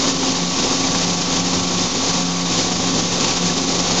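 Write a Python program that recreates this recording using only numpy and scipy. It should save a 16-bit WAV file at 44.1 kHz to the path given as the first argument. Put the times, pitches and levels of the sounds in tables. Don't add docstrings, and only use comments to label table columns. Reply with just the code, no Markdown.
import sys
import numpy as np
from scipy.fft import rfft, irfft, next_fast_len
from scipy.io import wavfile
from scipy.ndimage import map_coordinates

SR = 44100
rng = np.random.default_rng(int(sys.argv[2]) if len(sys.argv) > 2 else 0)


def transcribe(u):
    v = np.clip(np.atleast_2d(u).T, -1, 1)
    q = np.round(v * 32767).astype(np.int16)
    wavfile.write(sys.argv[1], SR, q)


N = 176400


def amp(db):
    return 10 ** (np.asarray(db) / 20)


def unit(x):
    return x / np.sqrt(np.mean(x ** 2) + 1e-20)


def curve(rows):
    return np.interp(np.arange(N) / SR, *np.transpose(rows))


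def wobble(knots_per_s):
    knots = rng.standard_normal(4096)
    return map_coordinates(knots, [np.arange(N) * knots_per_s / SR], mode="wrap")


def filtered(x, response):
    size = next_fast_len(N + SR // 2)
    return irfft(rfft(x, size) * response(np.fft.rfftfreq(size, 1 / SR)), size)[:N]


def coloured(x, colour):
    points_hz, gains_db = np.transpose(colour)
    return filtered(x, lambda hz: amp(np.interp(np.log(hz + 1), np.log(points_hz), gains_db)))


def noise(colour):
    return unit(coloured(rng.standard_normal(N), colour))


def ringing(centre_hz, half_width_hz):
    excitation = rng.standard_normal(N)
    return unit(filtered(excitation, lambda hz: 1 / (1 + ((hz - centre_hz) / half_width_hz) ** 2)))


def tone(hz, drift_hz):
    cycles = np.cumsum(hz + drift_hz * wobble(8)) / SR
    return unit(np.sin(2 * np.pi * (cycles + rng.random())))


def decay(start_s, attack_s, t60_s):
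    age_s = np.maximum(np.arange(N) / SR - start_s, 0)
    return (1 - np.exp(-age_s / attack_s)) * np.exp(-np.log(1000) * age_s / t60_s)


def cut(level_db):
    # (frequency [Hz], relative density [dB])
    hiss_colour = [(600, -38), (1500, -12.5), (2100, -10.5), (2450, -6), (2900, -5), (3100, -2.5),
                   (3430, -3), (3680, -0.5), (3900, -1.7), (4400, -0.5), (4800, -0.5), (6300, 1),
                   (6850, -1), (7300, -6.5), (7650, -16.5), (7950, -34), (8500, -26), (9100, -41)]
    # (frequency [Hz], half-width [Hz], level re hiss [dB])
    modes = [(2470, 73, -29.5), (3640, 91, -20), (3710, 50, -22)]
    grain_db, waver_db = 0.35, 1.2
    hiss = amp(grain_db * wobble(600)) * noise(hiss_colour)
    rings = sum(amp(db + waver_db * wobble(9)) * ringing(hz, width_hz) for hz, width_hz, db in modes)
    return amp(level_db) * (hiss + rings)


def cutter_whistle():
    # (time [s], level [dB])
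    levels = [(0, -45), (1.1, -46), (1.5, -39), (1.9, -44), (2.3, -47), (4, -45.5)]
    return amp(curve(levels)) * ringing(4464, half_width_hz=20)


def spindle_hum():
    # (time [s], level before trim [dB])
    low_levels = [(0.0, -37), (0.46, -25.5), (0.6, -37.5), (1.12, -25.5), (1.31, -35), (1.4, -26.5),
                  (1.85, -28.5), (1.98, -47), (2.12, -25.5), (2.43, -25), (2.55, -31.5), (3.01, -27),
                  (3.32, -36), (3.44, -21.5), (3.64, -34.5), (4.0, -27)]
    high_levels = [(0.0, -27), (0.28, -25.5), (0.52, -32), (0.85, -26), (1.15, -35), (1.53, -25),
                   (1.93, -40), (1.96, -27), (2.22, -27.5), (2.62, -31), (2.67, -43), (2.86, -25.5),
                   (3.16, -37), (3.58, -28), (3.79, -30), (3.82, -46), (3.94, -30), (4.0, -43)]
    low_trim_db, high_trim_db, rough_db = 0.53, -0.8, 0.6
    low_db = curve(low_levels) + low_trim_db + rough_db * wobble(35)
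    high_db = curve(high_levels) + high_trim_db + rough_db * wobble(35)
    return amp(low_db) * tone(175.8, drift_hz=0.85) + amp(high_db) * tone(267.5, drift_hz=0.85)


def gear_whine(wander_db):
    # (frequency [Hz], base level [dB])
    tones = [(61, -52.5), (106.5, -42.5), (246.5, -38.5), (350, -41.5), (364, -43), (496, -41.5),
             (532, -43), (728, -38.5), (773, -47), (804.5, -41.5), (1070, -44.5), (1136.2, -38),
             (1238, -53.5), (1336, -46.5), (1546, -55.5), (1942, -52.5), (2083, -50.5)]
    waver_db = 1.5
    whine = sum(amp(db + waver_db * wobble(5.87)) * tone(hz, drift_hz=1.26) for hz, db in tones)
    return amp(0.75 * wander_db) * whine


def frame_rumble(wander_db):
    # (frequency [Hz], relative density [dB])
    rumble_colour = [(20, -16.5), (50, -8), (90, -8), (112, -2.5), (130, -5.5), (158, 0.5), (210, -2),
                     (250, 2), (295, 1), (325, -4.5), (375, -1.5), (430, -3.5), (600, -14), (1000, -35),
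                     (2000, -65)]
    churn_colour = [(200, -27), (400, -7.5), (520, 0.5), (640, -3), (850, -1), (1100, -2), (1300, -6.5),
                    (1600, -11), (2400, -10.5), (4000, -31), (8000, -54.5)]
    rumble_db = -27.5 + wander_db + 1.5 * wobble(14)
    churn_db = -29 + wander_db + 1.4 * wobble(120)
    return amp(rumble_db) * noise(rumble_colour) + amp(churn_db) * noise(churn_colour)


def chip_pings():
    # (time [s], frequency [Hz], gain [dB])
    pings = [(.838, 2360, -15.5), (3.496, 1705, -18)]
    return sum(amp(db) * decay(start_s, attack_s=0.0023, t60_s=0.027) * tone(hz, drift_hz=5)
               for start_s, hz, db in pings)


def chip_ticks():
    # (time [s], peak [dB])
    ticks = [(.8875, -10.5), (.9495, -6), (1.308, -13.5)]
    # (frequency [Hz], relative gain [dB])
    tick_colour = [(200, -18), (700, -1.5), (1100, -2.5), (2000, 0), (3500, -16.5), (8000, -27.5)]
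    sound = np.zeros(N)
    for start_s, peak_db in ticks:
        blow = 0.07 * decay(start_s, attack_s=0.0005, t60_s=0.02) * rng.standard_normal(N)
        blow[round(start_s * SR)] += 1
        tick = coloured(blow, tick_colour)
        sound += amp(peak_db) * tick / np.abs(tick).max()
    return sound


def frame_bumps():
    # (time [s], frequency [Hz], gain [dB])
    bumps = [(1.575, 108.1, -23), (1.614, 96.1, -20)]
    return sum(amp(db) * decay(start_s, attack_s=0.0043, t60_s=0.08) * tone(hz, drift_hz=3.53)
               for start_s, hz, db in bumps)


def scene():
    # (time [s], level [dB])
    hiss_levels = [(0.0, -21.1), (0.09, -20.5), (0.13, -23.5), (0.2, -23.2), (0.24, -20), (0.33, -23.5),
                   (0.37, -22.5), (0.49, -24.5), (0.6, -21), (0.75, -23), (0.79, -21.5), (0.98, -21.5),
                   (1.05, -21.5), (1.18, -24), (1.37, -20.9), (1.43, -24.5), (1.51, -21.5), (1.72, -23.5),
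                   (1.82, -22), (1.88, -23.5), (1.97, -21.5), (2.04, -22.5), (2.1, -21), (2.31, -24.5),
                   (2.47, -23.5), (2.57, -20.0), (2.68, -23.5), (2.72, -22), (2.8, -23.5), (2.83, -22.5),
                   (3.0, -21.8), (3.07, -23), (3.31, -19.8), (3.36, -23), (3.49, -21.5), (3.56, -23.5),
                   (3.61, -21.5), (3.77, -22.5), (3.83, -22), (3.99, -20.3)]
    flutter_db = 1.17
    level_db = curve(hiss_levels) + flutter_db * wobble(65)
    wander_db = level_db - level_db.mean()
    cutter = cut(level_db) + cutter_whistle()
    machine = spindle_hum() + gear_whine(wander_db) + frame_rumble(wander_db)
    impacts = chip_pings() + chip_ticks() + frame_bumps()
    mono = cutter + machine + impacts
    return np.array([mono, mono])


def record(dry):
    cutoff_hz, dc_offset = 9100, -0.016
    return dc_offset + np.array([filtered(channel, lambda hz: hz < cutoff_hz) for channel in dry])


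dry = scene()
out = record(dry)
transcribe(out)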